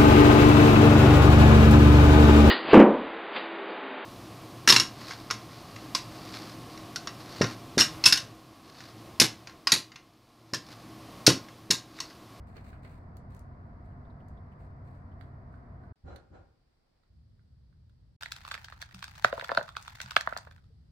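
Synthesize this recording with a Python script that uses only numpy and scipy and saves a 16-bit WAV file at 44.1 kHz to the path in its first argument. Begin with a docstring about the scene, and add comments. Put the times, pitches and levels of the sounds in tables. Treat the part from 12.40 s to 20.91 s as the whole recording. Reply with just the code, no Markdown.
"""A yard at night, then a quiet room. Outside, raccoons scratch, rustle and chew faintly at hanging
feeders over a distant hum. Indoors, someone shuffles twice, softly; then peanuts are shaken from a cup
onto a pine cone. They click on its scales and on each other, and strays knock and bounce on the floor
of a cardboard box. Each impact excites damped modes of nut, cardboard and table, while sliding and
rustling sum many tiny contacts into noise."""
import sys
import numpy as np
from scipy import signal
from scipy.fft import rfft, irfft, next_fast_len
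from scipy.io import wavfile
from scipy.ndimage import map_coordinates

SR = 44100
rng = np.random.default_rng(int(sys.argv[2]) if len(sys.argv) > 2 else 0)


def to_wav(sig):
    """Store sig (one row per channel, or 1-D mono) as 16-bit WAV at the path in sys.argv[1].

    Samples outside -1..1 are clipped; the rate is SR.
    """
    pcm = np.clip(np.atleast_2d(sig), -1, 1) * 32767
    pcm = np.round(pcm).astype(np.int16)
    wavfile.write(sys.argv[1], SR, pcm.T)  # frames by channels


N = 375291

# Modes of the box floor, its knock, a nut on a scale, the table, the box air: pitch_hz, relative_db, t60_s
FLOOR_MODES = [(477, -9, 0.022), (599, -6, 0.026), (672, 4, 0.02), (965, 4.5, 0.016)]
KNOCK_MODES = [(1270, -3, 0.0097), (1470, 0, .012), (1580, -3, 0.013), (1800, -6.5, 0.01),
               (2060, -9.5, .008)]
NUT_MODES = [(2570, 2, 0.0065), (3327, -6, 0.011), (3640, -0.5, 0.0099), (4363, 4, 0.0059)]
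TABLE_MODES = [(125.3, -10.5, 0.15), (181, 2.5, 0.031), (242.2, 5, 0.033), (343, -3.5, 0.0328)]
CAVITY_MODES = [(554, 5, 0.072), (583, 1.5, 0.092), (676, 0, 0.083)]
# Nuts landing on cardboard: start_s, knock_db, boom_over_knock_db, click_over_knock_db, knock_hz
LANDINGS = [(6.8457, -14.5, -4, -14, 1373), (6.927, -33, 5.5, -11, 1490), (6.9773, -41.5, 8, -14, 1410),
            (7.0238, -49.5, 10, -20, 1360), (7.092, -30.5, -6.5, -18, 1620), (7.0993, -39, 6, -20, 1420),
            (7.1163, -28.5, 1.5, -12.5, 1370), (7.1738, -17.5, -2.5, -12, 1467), (7.1938, -42, 7, -8, 1460),
            (7.211, -35, -3, -21, 1440), (7.7653, -15, -11, -6, 1653), (7.8734, -25.5, -4, -22.5, 1430),
            (7.9247, -34, -1, -30, 1320), (7.9642, -35.5, -2.5, -14.5, 1420),
            (7.983, -46.5, 0.5, -21, 1450), (8.0705, -52.5, 4.5, -25, 1400)]
# Sharp nut clicks: strikes on the cone, and the bright snap of the two loudest landings on cardboard:
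# start_s, click_db, brightness_db (more snap, less knock)
SHARP_CLICKS = [(5.8243, -44, 0.5), (5.833, -40, 1.5), (5.8588, -44.5, -3.5), (5.9198, -37, 5),
                (5.9635, -48.5, 6), (6.0143, -57.5, 1), (6.0502, -49, -4.5), (6.0783, -46.5, 0),
                (6.1129, -40.5, -3.5), (6.1173, -41, 1.5), (6.1417, -41, -0.5), (6.1506, -45, -1.5),
                (6.2456, -46.5, 3.5), (6.3233, -54, -7.5), (6.4168, -43, 5), (6.425, -44, -2),
                (6.5454, -49.5, 6), (6.6262, -42, 0), (6.6415, -41, 3.5), (6.8458, -32, 4.5),
                (7.0445, -41.5, -0.5), (7.149, -41.5, -3), (7.29, -48.5, -2.5), (7.352, -63, -11.5),
                (7.3672, -37, -2.5), (7.4248, -59.5, 15.5), (7.479, -44, -0.5), (7.6023, -42, -2.5),
                (7.6152, -40.5, 7.5), (7.6603, -51, -2.5), (7.709, -40, 3), (7.7654, -37, 9.5),
                (7.8093, -35.5, 1), (7.9742, -41.5, 6)]
# How hard the nuts slide in the cup: time_s, level_db
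SLIDE_LEVELS = [(5.81, -50.5), (5.87, -60), (6.15, -56), (6.48, -66), (6.7, -56.5), (7.04, -50),
                (7.33, -64), (7.43, -58.5), (7.88, -55), (8.14, -68), (8.3, -89)]
# Soft bumps of hand, cup and box: start_s, pitch_hz, level_db, t60_s
SOFT_BUMPS = [(6.541, 187, -42.5, 0.2), (6.545, 122, -45, 0.33), (6.53, 353, -59.5, 0.12),
              (7.64, 187, -46, 0.18), (7.645, 126.5, -43, 0.16), (8.30, 454, -56, 0.062)]
# Ticks of claws, teeth and handling: start_s, crunch_db, brightness_db (more splitting, less knock)
DRY_TICKS = [(0.166, -59, 2), (.33, -72.5, -14.5), (.448, -65, -3), (.768, -67.5, 15), (.947, -76, 20.5),
             (.965, -77, 18), (.992, -76.5, 22.5), (1.883, -83, 22), (2.81, -61, -4), (3.14, -80, -19),
             (3.436, -80, -18), (3.76, -56, 3), (4.634, -81.5, -3), (4.993, -87.5, -11), (5.327, -86, -9),
             (5.495, -77.5, 3)]
# Strokes of friction: start_s, hold_s, level_db
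SHUFFLE_STROKES = [(3.63, 0.043, -53), (3.895, 0.0077, -58)]
HUSK_STROKES = [(.06, .05, -70), (.14, 0.0074, -64), (.23, 0.063, -65), (.42, 0.1, -66),
                (.89, 0.048, -69.5), (1.43, 0.011, -77), (1.87, .02, -87), (2.18, 0.049, -73.5),
                (2.44, .1, -75.5), (2.79, 0.0084, -72), (3.11, .03, -81), (3.41, .03, -83)]
PAW_STROKES = [(.15, .005, -55), (.315, .005, -61), (.43, 0.017, -59)]
# Raccoons chewing: peak_s, pitch_hz, level_db
SMACKS = [(1.52, 2780, -80), (1.654, 3600, -75), (1.704, 3840, -73), (1.804, 2950, -73), (1.975, 3530, -73),
          (2.124, 2670, -69), (2.72, 3090, -74.5)]
# Distant machine hum: pitch_hz, level_db
HUM_TONES = [(93, -54.5), (244, -66)]
# A far engine rising and falling: time_s, pitch_hz, level_db
ENGINE_COURSE = [(0, 133, -57), (1.298, 131.1, -57.5), (1.65, 133.1, -51), (2.0, 147.8, -57.5),
                 (2.449, 129, -57), (3.5, 127.8, -59.5)]

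# Spectral shapes of the noise sources: frequency_hz, relative_density_db
SKIN_SPECTRUM = [(2500, -21.5), (5000, 7), (6300, 2.5), (7500, 0), (9000, -2), (9800, -11), (12500, -7),
                 (16000, -12)]  # peanut skins snapping
RATTLE_SPECTRUM = [(290, -54.5), (500, -24), (880, -2.5), (1210, -10), (1480, -5.5), (1820, -6),
                   (3150, -15.5), (4150, -15), (9090, -28), (9770, -31), (13100, -29), (16000, -31)]
THUD_SPECTRUM = [(18, -43), (30, -13), (80, -0.5), (183, -18.5), (350, -20), (460, -33), (770, -120)]
SCUFF_SPECTRUM = [(150, -32), (250, -5), (558, 0.5), (665, -4.5), (782, 0.5), (854, -8), (1150, -10),
                  (1390, -7), (2050, -22), (5000, -36), (7500, -37), (12000, -70)]
CRUNCH_SPECTRUM = [(1400, -5), (2400, -3.5), (4500, 6), (6000, -27.5)]  # husks giving way
SPLIT_SPECTRUM = [(4000, -9), (6000, 1), (9000, -2), (15000, -3.5)]  # dry husks splitting
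HUSK_SPECTRUM = [(1000, -0.5), (2300, 2.5), (3200, -11.5), (4300, -4), (5600, -18.5), (8800, -9.5),
                 (9800, -21), (16000, -17.5)]
PAW_SPECTRUM = [(200, -6), (380, 13), (800, -4), (2200, 3.5), (3200, -12), (4300, -14), (6000, -41)]
NIGHT_SPECTRUM = [(25, -11.5), (48, -5), (62, 2.5), (78, -1.5), (112, -6.5), (150, -7.5), (245, -12),
                  (330, -19.5), (560, -23.5), (700, -15.5), (820, -25), (1000, -21), (2000, -33.5),
                  (2800, -55.5), (4500, -77)]
STILL_AIR_SPECTRUM = [(15, -29), (25, 10), (525, -10), (662, -9.5), (1670, -18.5), (2500, -24), (3250, -45),
                      (5500, -120)]
RUMBLE_SPECTRUM = [(15, -53), (25, -19), (48, -8), (71, -3), (139, -10.5), (331, -31.5), (900, -42.5),
                   (1700, -46), (2500, -61), (3250, -102.5), (5500, -120)]
HISS_SPECTRUM = [(880, -49.5), (1500, -14), (1740, -15), (1790, -7.5), (2370, -12), (3480, -8.5),
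                 (3840, -8), (4730, -3), (6830, -22), (7460, -16.5), (16000, -29.5)]
# Likeness of left and right, outdoors and indoors: frequency_hz, correlation
NIGHT_COHERENCE = [(60, 0.98), (130, 1), (290, .77), (640, 0.5), (1410, -0.43), (6000, 0.94)]
INDOOR_COHERENCE = [(60, 0.93), (130, 1), (290, 0), (640, 0.089), (1410, 0)]
# Reverberation time of the room: frequency_hz, t60_s
ROOM_DECAY = [(200, 0.2), (600, 0.31), (1500, 0.23), (4000, 0.18), (9000, 0.18), (15000, 0.017)]
# Stereo balance of the rattle: frequency_hz, left_over_right_db
RATTLE_PAN = [(700, 5), (1400, -2.0), (4500, 4.5), (8000, 7.5)]

# Spans of time: start_s, end_s
YARD, SHUFFLING, BEFORE_POUR, POUR = (0, 3.525), (3.556, 4.70), (4.70, 5.765), (5.806, 8.6)
MID_BOX = (6.90, 7.25)  # nuts land near the middle of the box floor
KNOCK_HZ = 1468  # the knock pitch at which KNOCK_MODES are listed
TIME_S = np.arange(N) / SR


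def peanuts():
    """Impact excitation: each contact rings the nut, the cardboard and the table under it."""
    boxes, out = np.zeros((2, 2, N))
    for s, boom_db, knock_db, click_db, snap_db, knock_hz in contacts():
        spot_modes = [(hz * knock_hz / KNOCK_HZ, db, t60) for hz, db, t60 in KNOCK_MODES]
        boom = amp(boom_db) * ring(FLOOR_MODES, attack_s=0.0008, spread_rad=0.73, pan_db=2)
        knock = amp(knock_db) * ring(spot_modes, attack_s=0.00087, spread_rad=0.64, pan_db=-6)
        box = thin_panel(boom + knock, cut_hz=384)
        touch = click(click_db, snap_db)
        table = amp(boom_db - 18) * ring(TABLE_MODES, attack_s=0.0027, spread_rad=0.31, pan_db=-2)
        add(boxes, s, box)
        add(out, s, touch + table)
        # an oval nut grazes just before it lands, then rocks onto its other end
        graze_s, rock_s = rng.uniform(0.71, 1, 2) * [0.003, 0.011]
        add(out, s - graze_s, amp(-10) * click(click_db, snap_db))
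        add(out, s + rock_s, amp(-14.5) * click(click_db, snap_db))
        # the loudest blows land nearest the listener, so they are also the driest
        wet_db = -13 - 0.2 * (max(knock_db, click_db) + 44.5)
        add(out, s, amp(wet_db) * reverberation(box + amp(3) * touch, build_s=0.0041))
    return boxes + amp(6) * box_cavity(boxes) + out


def contacts(touches_per_s=20, spread_db=7):
    """Collisions: landings, sharp clicks, and chance touches that follow the sliding level."""
    landings = [(s, db + boom_db, db, db + click_db, db + click_db - 20.5, hz)
                for s, db, boom_db, click_db, hz in LANDINGS]
    slide_s, slide_db = np.transpose(SLIDE_LEVELS)
    slots_s = np.arange(slide_s[0], slide_s[-1], 1 / touches_per_s)
    lateness, size, hardness = rng.random((len(slots_s), 3)).T
    touch_s = slots_s + lateness / touches_per_s
    touch_db = np.interp(touch_s, slide_s, slide_db) + 1 + spread_db * (2 * size - 1)
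    touches = zip(touch_s, touch_db, spread_db * (2 * hardness - 1))
    return landings + [sharp_contact(*row) for row in [*SHARP_CLICKS, *touches]]


def sharp_contact(s, click_db, brightness_db):
    """Contact stiffness: the harder the contact, the more snap and the less box knock."""
    knock_db = click_db + 2 - brightness_db
    boom_db = knock_db - 14.5
    snap_db = click_db - 7.5 + brightness_db
    knock_hz = KNOCK_HZ * np.exp(0.09 * rng.standard_normal())  # varies from spot to spot
    return s, boom_db, knock_db, click_db, snap_db, knock_hz


def click(click_db, snap_db):
    """A brief contact excites the high modes of a nut while its dry skin snaps."""
    body = amp(click_db) * ring(NUT_MODES, attack_s=0.00037, spread_rad=0.93, pan_db=0)
    return body + amp(snap_db) * burst(SKIN_SPECTRUM, swell_s=0.0012, pan_db=7)


def thin_panel(x, cut_hz):
    """Radiation efficiency: a light panel radiates little below its lowest modes."""
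    return signal.sosfilt(signal.butter(4, cut_hz, "high", fs=SR, output="sos"), x)


def box_cavity(x):
    """Cavity resonance: the air in the box rings on after blows near the middle of its floor."""
    t = np.arange(SR // 3) / SR
    response = sum(amp(db - 60 * t / t60) * np.sin(2 * np.pi * hz * t) for hz, db, t60 in CAVITY_MODES)
    response /= np.abs(rfft(response)).max()
    return signal.fftconvolve(x * gate(MID_BOX), response[None], axes=1)[:, :N]


def cup_rattle():
    """Granular flow: nuts tumbling in the shaken cup merge their collisions into a rattle."""
    slide_s, slide_db = np.transpose(SLIDE_LEVELS)
    slide = amp(np.interp(TIME_S, slide_s, slide_db, left=-140, right=-140))
    rattle = slide * grains(RATTLE_SPECTRUM, per_s=170, spread_db=3.5, swell_s=0.0008, wash=0.45)
    return filtered(rattle, lambda hz: amp(along(RATTLE_PAN, hz) * [[0.5], [-0.5]]))


def bumps():
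    """A slow force excites only a low mode: soft pushes of hand, cup and box each sound one note."""
    out, t = np.zeros((2, N)), np.arange(SR // 3) / SR
    for s, hz, db, t60 in SOFT_BUMPS:
        envelope = amp(db - 60 * t / t60) * (1 - np.exp(-t / 0.0072))
        add(out, s, envelope * np.sin(2 * np.pi * hz * t))
    return out


def shuffles():
    """Sliding friction: a dull scuff over a low thud rings in the room and squeaks a little."""
    thud = amp(8.5) * strokes(SHUFFLE_STROKES, attack_s=0.02, t60_s=0.63)
    scuff = strokes(SHUFFLE_STROKES, attack_s=0.056, t60_s=0.48)
    squeak = amp(-70.5) * (scuff / amp(-52)) ** 2.1  # grows 2.1 dB per dB of scuff
    ringing = narrow_band(554, 40) + narrow_band(786, 27) + amp(-1.5) * narrow_band(1420, 60)
    rubbing = amp(2) * air(SCUFF_SPECTRUM, INDOOR_COHERENCE) + amp(-11) * ringing
    return thud * air(THUD_SPECTRUM, INDOOR_COHERENCE) + scuff * rubbing + squeak * narrow_band(4060, 70)


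def ticks():
    """Brittle fracture: claws and teeth knock, crunch and split husks; handling ticks alike indoors."""
    out = np.zeros((2, N))
    for s, db, brightness_db in DRY_TICKS:
        tick = amp(db - 1 - brightness_db) * ring(KNOCK_MODES, attack_s=0.00079, spread_rad=1, pan_db=-14)
        tick += amp(db) * burst(CRUNCH_SPECTRUM, swell_s=0.0016, pan_db=-12.5)
        tick += amp(db - 9 + brightness_db) * burst(SPLIT_SPECTRUM, swell_s=0.0015, pan_db=5.5)
        add(out, s, tick)
        add(out, s, amp(-6) * reverberation(tick, build_s=0.0012))
    return out


def rummaging():
    """Friction noise: raccoons stir the husks and scrape the feeder with their paws."""
    rustle = strokes(HUSK_STROKES, attack_s=0.013, t60_s=0.36)
    scrape = strokes(PAW_STROKES, attack_s=0.017, t60_s=0.23)
    husks = grains(HUSK_SPECTRUM, per_s=700, spread_db=5, swell_s=0.001, wash=1)
    paws = grains(PAW_SPECTRUM, per_s=480, spread_db=3, swell_s=0.0014, wash=1)
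    return rustle * husks + scrape * paws


def chewing(swell_s=0.006, edge_ratio=1.67):
    """Resonance of the mouth confines each soft smack to a narrow band."""
    out = np.zeros((2, N))
    for s, hz, db in SMACKS:
        mouth = [(hz / edge_ratio, -30), (hz, 0), (hz * edge_ratio, -30)]
        add(out, s - swell_s, amp(db) * burst(mouth, swell_s, pan_db=-3))
    return out


def distant_machines():
    """Periodic motion radiates tones: a steady hum, and a far engine that rises and falls."""
    s, engine_hz, engine_db = np.transpose(ENGINE_COURSE)
    hum = sum(drifting_tone(hz, db) for hz, db in HUM_TONES)
    return hum + drifting_tone(np.interp(TIME_S, s, engine_hz), np.interp(TIME_S, s, engine_db))


def night_air():
    """Ambient noise outdoors, with most of its power at low frequencies."""
    return amp(-48.5) * air(NIGHT_SPECTRUM, NIGHT_COHERENCE)


def noise_floor():
    """Broadband noise: low room rumble and microphone hiss, stepping in level from span to span."""
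    still = amp(-72.5) * gate(SHUFFLING) * air(STILL_AIR_SPECTRUM, INDOOR_COHERENCE)
    rumble_gain = amp(-58.5) * gate(BEFORE_POUR) + amp(-56.5) * gate(POUR)
    rumble = rumble_gain * air(RUMBLE_SPECTRUM, INDOOR_COHERENCE)
    hiss_gain = amp(-85.5) * gate(YARD) + amp(-81.5) * gate(POUR)
    hiss_gain += amp(-84) * (gate(SHUFFLING) + gate(BEFORE_POUR))
    return still + rumble + hiss_gain * air(HISS_SPECTRUM, INDOOR_COHERENCE)


def reverberation(sound, build_s):
    """Diffuse reflections form a random tail of unit energy whose treble dies first."""
    hz, t, bands = signal.stft(rng.standard_normal((2, SR // 4)), SR, nperseg=256)
    tail = signal.istft(bands * amp(-60 * t / along(ROOM_DECAY, hz)[:, None]), SR, nperseg=256)[1]
    tail *= np.clip(np.arange(tail.shape[1]) / SR / build_s, 0, 1) ** 2
    return signal.fftconvolve(sound, tail / np.linalg.norm(tail[0]), axes=1)


def ring(modes, attack_s, spread_rad, pan_db):
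    """Modal superposition: damped sines, varied at each blow, with the energy of 5 ms at rms 1."""
    t = np.arange(SR // 20) / SR
    hz, db, t60 = np.transpose(modes)[:, :, None]
    size, detune, skew = rng.standard_normal((3, len(modes), 1))
    sides = np.array([1, -1])[:, None, None]
    cycles = hz * (1 + 0.042 * detune) * t + rng.random((len(modes), 1))
    phase = 2 * np.pi * cycles + sides * spread_rad * skew  # each side hears a mode at its own phase
    partials = amp(db + 2.3 * size - 60 * t / t60) * np.sin(phase)
    wave = partials.sum(axis=1) * (1 - np.exp(-(t / attack_s) ** 2))
    return np.array([unit(side) for side in wave]) * amp(sides[:, 0] * pan_db / 2) / np.sqrt(10)


def burst(spectrum, swell_s, pan_db):
    """Tiny fractures add incoherently into a toneless burst with the energy of 5 ms at rms 1."""
    age = np.arange(SR // 20) / SR / swell_s
    noise = age * np.exp(-age) * rng.standard_normal((2, len(age))) * amp([[pan_db / 2], [-pan_db / 2]])
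    return unit(filtered(noise, lambda hz: amp(along(spectrum, hz)))) / np.sqrt(10)


def grains(spectrum, per_s, spread_db, swell_s, wash):
    """Shot noise: random bursts of uneven size on an even wash, in stereo at rms 1."""
    onsets = rng.random(N) < per_s / SR
    sizes = amp(spread_db * np.minimum(rng.exponential(size=N), 3))
    age = np.arange(SR // 30) / SR / swell_s
    bursts = unit(signal.fftconvolve(onsets * sizes, age * np.exp(-age))[:N])
    crackle = (bursts + wash) * rng.standard_normal((2, N))
    return unit(filtered(crackle, lambda hz: amp(along(spectrum, hz))))


def air(spectrum, coherence):
    """Partly coherent stereo noise of rms 1: the mid-to-side ratio sets the correlation."""
    def response(hz):
        angle = np.arccos(np.clip(along(coherence, hz), -1, 1)) / 2
        return amp(along(spectrum, hz)) * [np.cos(angle), np.sin(angle)]
    mid, side = filtered(rng.standard_normal((2, N)), response)
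    return unit(np.array([mid + side, mid - side]))


def narrow_band(hz, width_hz):
    """Random phase modulation spreads a tone into a narrow stereo band of rms 1."""
    drift_rad = 0.99 * np.array([wobble(width_hz), wobble(width_hz)])
    return unit(np.sin(2 * np.pi * hz * TIME_S + drift_rad))


def drifting_tone(hz, db):
    """Slow modulation of level and phase makes a hum waver."""
    phase = 2 * np.pi * np.cumsum(np.broadcast_to(hz, N)) / SR
    return amp(db + 2 * wobble(2.5)) * np.sqrt(2) * np.sin(phase + 0.5 * wobble(4))


def strokes(rows, attack_s, t60_s):
    """An envelope in which each stroke swells, holds and decays exponentially."""
    envelope = np.zeros(N)
    for s, hold_s, db in rows:
        swell = np.clip((TIME_S - s) / attack_s, 0, 1) ** 2
        decay_db = 60 * np.clip((TIME_S - s - attack_s - hold_s) / t60_s, 0, 2)
        envelope += swell * amp(db - decay_db)
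    return envelope


def gate(span):
    """Unit gain during a span, with 2 ms fades."""
    return np.clip(np.minimum(TIME_S - span[0], span[1] - TIME_S) / 0.002, 0, 1)


def wobble(knots_per_s):
    """A smooth curve through random knots."""
    knots = rng.standard_normal(int(N * knots_per_s / SR) + 4)
    return map_coordinates(knots, [TIME_S * knots_per_s])


def filtered(x, response):
    """Linear filtering: the spectrum of x times a frequency response."""
    n = x.shape[-1]
    padded = next_fast_len(n + 2048)
    return irfft(rfft(x, padded) * response(np.fft.rfftfreq(padded, 1 / SR)), padded)[..., :n]


def along(points, hz):
    """Interpolate (frequency_hz, value) points on a log frequency axis."""
    point_hz, values = np.transpose(points)
    return np.interp(np.log(hz + 1), np.log(point_hz + 1), values)


def add(track, start_s, sound):
    """Superpose a sound on a track."""
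    part = track[:, max(round(start_s * SR), 0):][:, :sound.shape[-1]]
    part += sound[..., :part.shape[1]]


def amp(db):
    """Decibels to amplitude ratio."""
    return 10 ** (np.asarray(db) / 20)


def unit(x):
    """Scale to rms 1."""
    return x / np.sqrt(np.mean(x ** 2) + 1e-20)


def scene():
    """Superposition: the pressures of all sources add, left and right."""
    yard = gate(YARD) * (distant_machines() + rummaging() + night_air())
    return yard + chewing() + ticks() + shuffles() + noise_floor() + peanuts() + cup_rattle() + bumps()


def record(dry):
    """Band limiting: nothing above 16.1 kHz passes."""
    return filtered(dry, lambda hz: hz < 16100)


dry = scene()
out = record(dry)
to_wav(out)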